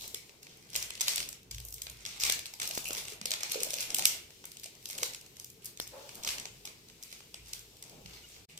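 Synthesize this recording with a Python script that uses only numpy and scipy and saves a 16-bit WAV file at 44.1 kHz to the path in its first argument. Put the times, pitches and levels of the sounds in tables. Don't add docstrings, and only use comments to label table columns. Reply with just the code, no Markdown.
import sys
import numpy as np
from scipy import signal
from scipy.fft import rfft, irfft, next_fast_len
from scipy.io import wavfile
from scipy.ndimage import uniform_filter1d, map_coordinates

SR = 44100
rng = np.random.default_rng(int(sys.argv[2]) if len(sys.argv) > 2 else 0)


def to_wav(s):
    ch = np.atleast_2d(s).T
    pcm = np.round(np.clip(ch, -1, 1) * 32767)
    wavfile.write(sys.argv[1], SR, pcm.astype(np.int16))


N = 378819

# frequency in Hz, correlation from 0 to 1.
ALIKE = [(60, 0.94), (300, 0.85), (700, 0.33), (1500, 0.0059)]


def amp(db):
    return 10 ** (np.asarray(db) / 20)


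def unit(x):
    return x / np.sqrt(np.mean(x ** 2) + 1e-20)


def along(points, hz):
    f, v = np.transpose(points)
    return np.interp(np.log(hz + 1), np.log(f + 1), v)


def curves(rows):
    s, *cols = np.transpose(rows)
    return [np.interp(np.arange(N) / SR, s, c) for c in cols]


def wobble(rate):
    knots = rng.standard_normal(int(N * rate / SR) + 4)
    return map_coordinates(knots, [np.arange(N) * rate / SR])


def filtered(x, response):
    m = next_fast_len(N + SR // 2)
    hz = np.fft.rfftfreq(m, 1 / SR)
    return irfft(rfft(x, m) * response(hz), m)[..., :N]


def causal(db):
    cepstrum = irfft(np.log(np.maximum(amp(db), 1e-6)))
    half = cepstrum.shape[-1] // 2
    cepstrum[..., 1:half] *= 2
    cepstrum[..., half + 1:] = 0
    return np.exp(rfft(cepstrum))


def place(s, shapes):
    left_lag = 16
    at = (np.round(s * SR).astype(int)[:, None] + np.arange(shapes.shape[-1])).ravel()
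    return np.array([np.bincount(at + lag, shape.ravel(), N + SR)[:N]
                     for shape, lag in zip(shapes, (left_lag, 0))])


def diffuse(spectrum):
    def split(hz):
        turn = np.arccos(np.clip(along(ALIKE, hz), -1, 1)) / 2
        return amp(along(spectrum, hz)) * [np.cos(turn), np.sin(turn)]

    mid, side = filtered(rng.standard_normal((2, N)), split)
    return unit(np.array([mid + side, mid - side]))


def swells(s, length, db, growth_db, rise, fall):
    knots = np.arange(0, N, 32)
    t = knots / SR - np.reshape(s, (-1, 1))
    length, db, growth_db = (np.reshape(v, (-1, 1)) for v in (length, db, growth_db))
    level = db + growth_db * np.clip(t / (length + 1e-3), 0, 1)
    level = level + rise * np.minimum(t, 0) - fall * np.maximum(t - length, 0)
    return np.interp(np.arange(N), knots, np.linalg.norm(amp(level), axis=0))


def buckle(tilt_db, t60, own, patchy_db, size):
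    # frequency in Hz, relative level in dB per Hz.
    film = [(200, -34), (450, -21.5), (1000, -18.5), (1800, -16.5), (2150, -8.5), (3200, -6.5),
            (6000, -3.5), (8500, -7.5), (9900, -12.5), (14500, -13), (15500, -25), (16500, -62)]
    rise_s, lead_s = 0.005, .002
    echo_s, echo_share = .0026, .27
    patch_octaves = 0.3
    t, hz = np.arange(size) / SR, np.fft.rfftfreq(size, 1 / SR)
    draw = rng.standard_normal((len(tilt_db), 3, size))
    rattle = np.sign(draw[:, :1]) + own * np.sign(draw[:, 1:])
    life = t60 * np.exp(.25 * draw[:, :1, -1:])

    def burst_at(s):
        return amp(-60 * np.maximum((s - t) / rise_s, (t - s) / life))

    shape = burst_at(lead_s) + echo_share * burst_at(lead_s + echo_s)
    knots = rng.standard_normal((len(tilt_db), 1, 40))
    band = np.log2(hz / 500 + 1) / patch_octaves
    below, part = np.minimum(band.astype(int), 38), band % 1
    patch_db = patchy_db * (knots[..., below] * (1 - part) + knots[..., below + 1] * part)
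    slope_db = tilt_db[:, None, None] * np.log2(hz / 5000 + 0.069)
    colour = causal(along(film, hz) + patch_db + slope_db)
    burst = irfft(rfft(rattle * shape) * colour, size)
    burst = burst / np.linalg.norm(burst, axis=2, keepdims=True)
    return np.swapaxes(burst, 0, 1)


def crackle(count):
    # start in seconds, length in seconds, crackle level in dB,
    # growth along the stroke in dB, brightness in dB per octave.
    strokes = [(0, 0.042, -23, -17.5, 3), (0.42, 0.36, -54, 3, -1), (0.731, 0.33, -35, -19, -0.5),
               (1.063, 0.13, -29, -0.5, 0.5), (1.553, 0.21, -43.5, -8, 9), (1.81, 0.21, -58.5, 7, -3),
               (2.061, 0.15, -42.5, -4, -2.5), (2.198, 0.063, -32.5, 8, 0), (2.593, 0.19, -32, -6.5, 1),
               (2.844, 0.25, -35.5, -6.5, 2.5), (3.31, 0.16, -46.5, 1, -2.5), (3.499, 0.41, -37.5, 1.5, 0),
               (4.032, 0.12, -28.5, -8, 0.5), (4.447, 0.33, -65, -25, 3), (4.827, 0.21, -47, 12, 2),
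               (5.355, 0.053, -47, -16, 3), (5.62, 0.018, -46.5, -2.5, -1), (5.887, 0.28, -52.5, 3.5, -1.5),
               (6.221, 0.061, -32, 5, 1), (6.66, 0.01, -39, -19, -4.5), (7.01, 0.15, -54, 5, 0),
               (7.448, 0.089, -49, 6, -1), (7.837, 0.071, -68, 0, -2), (8.04, 0.078, -46.5, 3, -3.5),
               (8.21, 0.12, -47, -5.5, -1), (8.498, 0.075, -48, -12, -2)]
    rest_db = -65
    start, length, db, growth_db, bright_db = np.transpose(strokes)
    s, size, tilt, pan = rng.random((count, 4)).T
    s = s * N / SR
    stroke = np.searchsorted(start, s + .03, side="right") - 1
    gain = amp(-5 * np.log(size + 0.04) + np.outer([3, -3], pan - .4))
    tilt_db = bright_db[stroke] + 6 * (tilt - .55)
    small = place(s, gain[..., None] * buckle(tilt_db, t60=0.0057, own=1.0, patchy_db=5.5, size=320))
    pull = amp(rest_db) + swells(start, length, db, growth_db, rise=2700, fall=220)
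    clumps = amp(3.86 * wobble(23))
    return pull * unit(small * clumps)


def kitchen(x, blocks=30):
    # frequency in Hz, time to fall 60 dB in seconds.
    decay = [(300, 0.22), (2000, 0.45), (6000, 0.27), (15000, 0.27)]
    out, step = np.zeros((2, N + 2 * SR)), N // blocks + 1
    for k in range(blocks):
        hz, t, z = signal.stft(rng.standard_normal((2, SR // 2)), SR, nperseg=256)
        turn = np.arccos(np.clip(along(ALIKE, hz), -1, 1))[:, None] / 2
        mid, side = z[0] * np.cos(turn), z[1] * np.sin(turn)
        fading = amp(-60 * t / along(decay, hz)[:, None])
        tail = signal.istft(np.array([mid + side, mid - side]) * fading, SR, nperseg=256)[1]
        tail = tail * np.clip((np.arange(tail.shape[1]) / SR - .004) / .007, 0, 1)
        tail = tail / np.linalg.norm(tail[0])
        wet = signal.fftconvolve(x[:, k * step:(k + 1) * step], tail, axes=1)
        out[:, k * step:k * step + wet.shape[1]] += wet
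    return out[:, :N]


def rub():
    # start in seconds, length in seconds, level in dB,
    # level of the part above the split relative to that in dB.
    slides = [(0, 0.17, -58.5, 1), (0.747, 0.069, -55.5, -3), (1.073, 0.23, -51.5, -26),
              (2.283, 0.082, -47.5, -19), (2.67, 0.4, -49, 0.5), (3.203, 0.14, -55, -5),
              (3.516, 0.36, -48.5, -3), (3.96, 0.12, -41, -10.5), (4.96, 0.17, -49.5, -6),
              (6.162, 0.26, -48.5, -2.5), (6.682, 0.02, -74, 11), (7.924, 0.12, -48.5, -19),
              (8.054, 0.091, -61, -2)]
    # frequency in Hz, relative level in dB per Hz.
    rub_colour = [(88, -3), (150, 2.5), (269, -3.5), (610, 1), (897, -1), (1800, -11.5), (2340, -71.5),
                  (3960, -120)]
    split_hz, rest_db, lump_db = 720, -62, 2.6
    s, length, rub_db, upper_db = np.transpose(slides)
    grit = diffuse(rub_colour)
    upper = filtered(grit, lambda hz: 1 / (1 + (split_hz / (hz + 1)) ** 6))

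    def slide(db):
        return amp(rest_db) + swells(s, length, db, 0, rise=200, fall=150)

    bands = slide(rub_db) * (grit - upper) + slide(rub_db + upper_db) * upper
    return amp(lump_db * wobble(30)) * bands


def shudder():
    # time in seconds, shudder gain in dB.
    bumps = [(0, -51), (.78, -45.5), (1.18, -48), (1.55, -33), (1.9, -44.5), (2.23, -44), (2.83, -51),
             (3.06, -51), (4.08, -59), (5.05, -56), (5.81, -49), (6.27, -47), (6.5, -51), (6.94, -55),
             (7.41, -45), (7.6, -53), (8.07, -45)]
    # frequency in Hz, relative level in dB per Hz.
    low_colour = [(30, -66), (45, -1), (120, 21), (200, -27), (300, -64)]
    mode_hz = 52 + 5 * wobble(8)
    mode = np.sin(2 * np.pi * np.cumsum(mode_hz) / SR)
    s, db = np.transpose(bumps)
    return swells(s, 0, db, 0, rise=320, fall=58) * (0.95 * mode + 0.48 * diffuse(low_colour))


def air():
    # frequency in Hz, relative level in dB per Hz.
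    air_colour = [(15, -39), (25, -4), (128, 7), (273, -2), (457, 2.5), (687, -29.5), (1640, -15.5),
                  (2400, -9), (5720, -10), (8600, -12.5), (9850, -19), (14400, -13), (16500, -35)]
    # time in seconds, gain in dB before the lean.
    hiss = [(0, 14.5), (.4, -1), (1.45, -4.5), (2.55, 7), (3.2, -7), (4.35, 4.5), (5.3, 3), (5.72, -1.5),
            (6.1, 9), (6.8, 2.5), (7.7, 3.5), (8.3, 4.5), (8.59, -1.5)]
    level_db, patch_db = -50.5, 1.5
    treble_hz, pan_db = 2200, 3
    z = signal.stft(diffuse(air_colour), nperseg=1024)[2]
    field = uniform_filter1d(rng.standard_normal(z.shape[1:]), size=6, axis=0)
    field = uniform_filter1d(field, size=9, axis=1)
    tone = unit(signal.istft(z * amp(patch_db * unit(field)), nperseg=1024)[1][:, :N])
    treble = filtered(tone, lambda hz: 1 / (1 + (treble_hz / (hz + 1)) ** 6))
    lean_db = pan_db * np.array([[.5], [-.5]])
    return amp(level_db) * (tone - treble + amp(curves(hiss)[0] + lean_db) * treble)


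def snaps(patchy_db):
    # time in seconds, burst energy in dB midway between the channels,
    # brightness in dB per octave.
    creases = [(0.041, -12.5, -5.5), (0.077, -7, 11), (0.1445, 1.5, 1), (0.293, -16, -6), (0.429, -13.5, 4),
               (0.4672, -14.5, -6), (.5706, -23, 12), (0.701, -15, 4), (.744, -6, -2), (0.753, 4, -4),
               (0.7601, 8.5, 3), (0.8253, 1.5, 3.5), (0.9041, -2, -2.5), (.952, -8, -1), (0.9757, -11, -4),
               (.998, -7, -2), (1.0078, 8.5, 0.5), (1.0131, 9, 0.5), (1.056, -13, -1), (1.081, 11.5, -0.5),
               (1.0888, 0, 1), (1.134, -3, -4), (1.158, 6, 4), (1.170, -2, -4.5), (1.1788, 5, -2),
               (1.202, 2, 0), (1.227, -4, -2), (1.288, -2.5, 7), (1.3274, -7.5, -1), (1.43, -23, 4),
               (1.51, -5.5, 2.5), (1.5125, -5.5, 0), (1.545, -8, 3), (1.5813, -8.5, -0.5), (1.6, -9.5, 3),
               (1.65, -7, 11), (1.684, -10, 11), (1.705, -15, 14), (1.724, -7, 7.5), (1.74, -4, 11.5),
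               (1.781, -15, -1), (1.818, 0, 5), (1.8672, -5.5, -5.5), (1.8975, -7, 7), (2.0511, -2.5, -3),
               (2.061, -1, -2), (2.137, -28, -2), (2.1713, -15, -1), (2.2164, -4, -3), (2.235, 10, -0.5),
               (2.249, 2, -1), (2.297, 12, -1.5), (2.3218, 9, 4.5), (2.391, -2, 0.5), (2.456, -3.5, -2),
               (2.464, -7.5, 2), (2.5372, -7, 2.5), (2.5988, 1, -2), (2.618, 1.5, -4), (2.629, -2.5, -2),
               (2.642, -8, -5), (2.654, -7, 3), (2.674, 1.5, 5), (2.69, -5, 17), (2.7096, 0, 1),
               (2.751, -2, 6), (2.7776, 1.5, 8), (2.852, -10, 4), (2.879, -4, 15), (2.886, -2, 11),
               (2.906, -0.5, -7), (2.93, 1.5, 7), (2.9485, -1.5, -3.5), (2.981, -3, -1), (3.035, -17, 2),
               (3.052, -8.5, -4), (3.0816, -4.5, -2.5), (3.121, -9.5, -3.5), (3.133, -13.5, 4),
               (3.213, -4, -4.5), (3.2556, 6, 1), (3.306, 3.5, 3), (3.3149, 7.5, -1.5), (3.3365, 4.5, -2),
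               (3.406, -5, -4), (3.4319, 5, -2), (3.518, 6, 3.5), (3.5435, 0, -4.5), (3.603, 0, 0.5),
               (3.623, -6, 5), (3.6318, 8.5, 4.5), (3.644, -4.5, 2), (3.7043, 1.5, 4), (3.733, 0.5, -1.5),
               (3.739, 4, 4), (3.8052, 3, 1.5), (3.8257, -2, -0.5), (3.903, 1, -0.5), (3.945, 11, 4.5),
               (3.965, 0, 1), (3.9841, 6, 3), (3.9923, 6.5, -1.5), (4.0224, 2, -2), (4.0536, 19, 3),
               (4.3046, -17.5, -4.5), (4.44, -12, -7), (4.4535, -6, 7.5), (4.5164, -11, 2),
               (4.569, -10.5, 1.5), (4.596, -13, 6), (4.6329, -8, 0.5), (4.641, -5, 2), (4.658, -8, -0.5),
               (4.751, -19.5, -3), (4.8557, -2.5, 1.5), (4.888, -8, 6), (4.899, -5.5, -1.5),
               (4.907, -4.5, 5), (4.929, -9, 2), (4.9505, -10, 0), (4.979, -2.5, 7), (4.984, -2, -2.5),
               (5.0302, 9.5, -2), (5.134, -7.5, -1.5), (5.146, -4.5, -1.5), (5.211, -15, 1),
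               (5.262, -17.5, 1.5), (5.367, -15, 0), (5.3973, -6.5, 3), (5.444, -7.5, 7), (5.5, -14.5, 11),
               (5.6443, -9, 11), (5.6557, -3.5, 10), (5.6616, -7, 7), (5.773, -10.5, -1), (5.7993, 2, 2.5),
               (5.816, -20, 9), (5.8216, -12, 5), (5.87, -15, -5), (5.8748, -9, 5), (6.091, -9.5, -4),
               (6.146, -16, 6), (6.153, -9.5, 8), (6.234, -3, 0), (6.247, 1, -2), (6.2742, 4, -2.5),
               (6.288, 4, -3.5), (6.3818, -3, -3), (6.398, -4.5, 3), (6.454, -3, -4), (6.6526, -4, 2.5),
               (6.673, -8, -4.5), (6.8853, -19, 2), (6.898, -18, -4), (7.026, -8.5, 2), (7.0338, -8.5, 7),
               (7.1259, -8.5, -3), (7.204, -16.5, -7.5), (7.342, -5.5, -3), (7.4824, -19, 6),
               (7.491, -18, 4), (7.5327, 0.5, 3), (7.5921, -12, 8), (7.768, -20.5, 3), (7.8243, -8, 2),
               (7.8372, -17, -1), (7.895, -16, 2.5), (8.0587, -11, -4), (8.363, -20.5, -10.5),
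               (8.575, -8, -0.5)]
    s, db, tilt_db = np.transpose(creases)
    gain = amp(db + np.array([[.5], [-.5]]))
    burst = buckle(tilt_db, t60=.0098, own=1.0, patchy_db=patchy_db, size=1024)
    return place(s - .0007, gain[..., None] * burst)


def pops():
    # time in seconds, peak in dB before the channel gains, pitch in Hz.
    pockets = [(0.141, -36.5, 430), (2.536, -38, 866), (2.597, -49, 790), (2.705, -32, 665),
               (2.895, -34, 620), (2.976, -36, 444), (3.122, -35.5, 426), (3.213, -36, 206),
               (3.255, -34.5, 514), (3.312, -32, 614), (3.557, -19.5, 482), (3.575, -23, 470),
               (3.591, -26, 474), (3.616, -28, 474), (3.669, -27.5, 604), (3.735, -29.5, 586),
               (3.764, -36, 543), (3.989, -22.5, 780), (4.657, -38.5, 640), (5.026, -25.5, 493),
               (6.651, -38, 810), (8.05, -41, 175)]
    s, db, hz = np.transpose(pockets)[..., None]
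    cycles = hz * np.arange(2048) / SR
    decay = amp(-60 * cycles / 11)
    ring = decay * (1 - np.exp(-cycles / 0.87)) ** 2 * np.sin(2 * np.pi * cycles)
    ring = amp(db) * ring / np.abs(ring).max(1, keepdims=True)
    return place(s[:, 0] - .0012, ring * np.array([.9, 1.4])[:, None, None])


def ticks():
    # time in seconds, peak in dB midway between the channels, left over right in dB.
    pulses = [(2.7762, -6, 4), (5.7999, -14, 14)]
    s, db, pan = np.transpose(pulses)
    u = np.arange(512) / SR / 0.00019
    gain = amp(db + np.outer([.5, -.5], pan))
    return place(s, gain[..., None] * (1 - 0.7 * u) * np.exp(-u / 1.82))


def scrape():
    # start in seconds, length in seconds, level in dB, growth in dB.
    drag = [(5.935, .13, -38, -6)]
    # frequency in Hz, width in Hz, gain in dB.
    hollow = [(562, 77, -2), (850, 110, -9.5)]

    def modes(f):
        return sum(amp(db) * 1j * f * w / (c * c - f * f + 1j * f * w) for c, w, db in hollow)

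    noise = unit(filtered(diffuse([(500, 0)]), modes))
    return swells(*drag[0], rise=1200, fall=200) * noise


def squeak():
    # centre in seconds, half length in seconds, pitch in Hz, level in dB, octave level in dB.
    tones = [(8.247, 0.01, 1440, -54, -41), (8.55, 0.027, 160, -46, -70)]
    s, half, hz, db, octave_db = np.transpose(tones)[..., None]
    t = np.arange(N) / SR - s
    tone = amp(db) * np.sin(2 * np.pi * hz * t) + amp(octave_db) * np.sin(4 * np.pi * hz * t)
    return (tone * np.exp(-(t / half) ** 2)).sum(0)


def scene():
    small, loud, pockets, sharp = crackle(count=2800), snaps(patchy_db=2.5), pops(), ticks()
    to_room = amp(-5) * snaps(patchy_db=1.5) + amp(2.0) * small + amp(-4.0) * pockets + amp(-13.0) * sharp
    wet = kitchen(to_room, blocks=30)
    counter = rub() + shudder() + scrape()
    return loud + small + pockets + sharp + wet + counter + squeak() + air()


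def record(dry):
    # time in seconds, gain in dB.
    gap = [(8.452, 0), (8.464, -45), (8.477, -45), (8.49, 0)]
    gain_db, top_hz = -10, 16600
    return filtered(dry * amp(gain_db) * amp(curves(gap)[0]), lambda hz: hz < top_hz)


dry = scene()
out = record(dry)
to_wav(out)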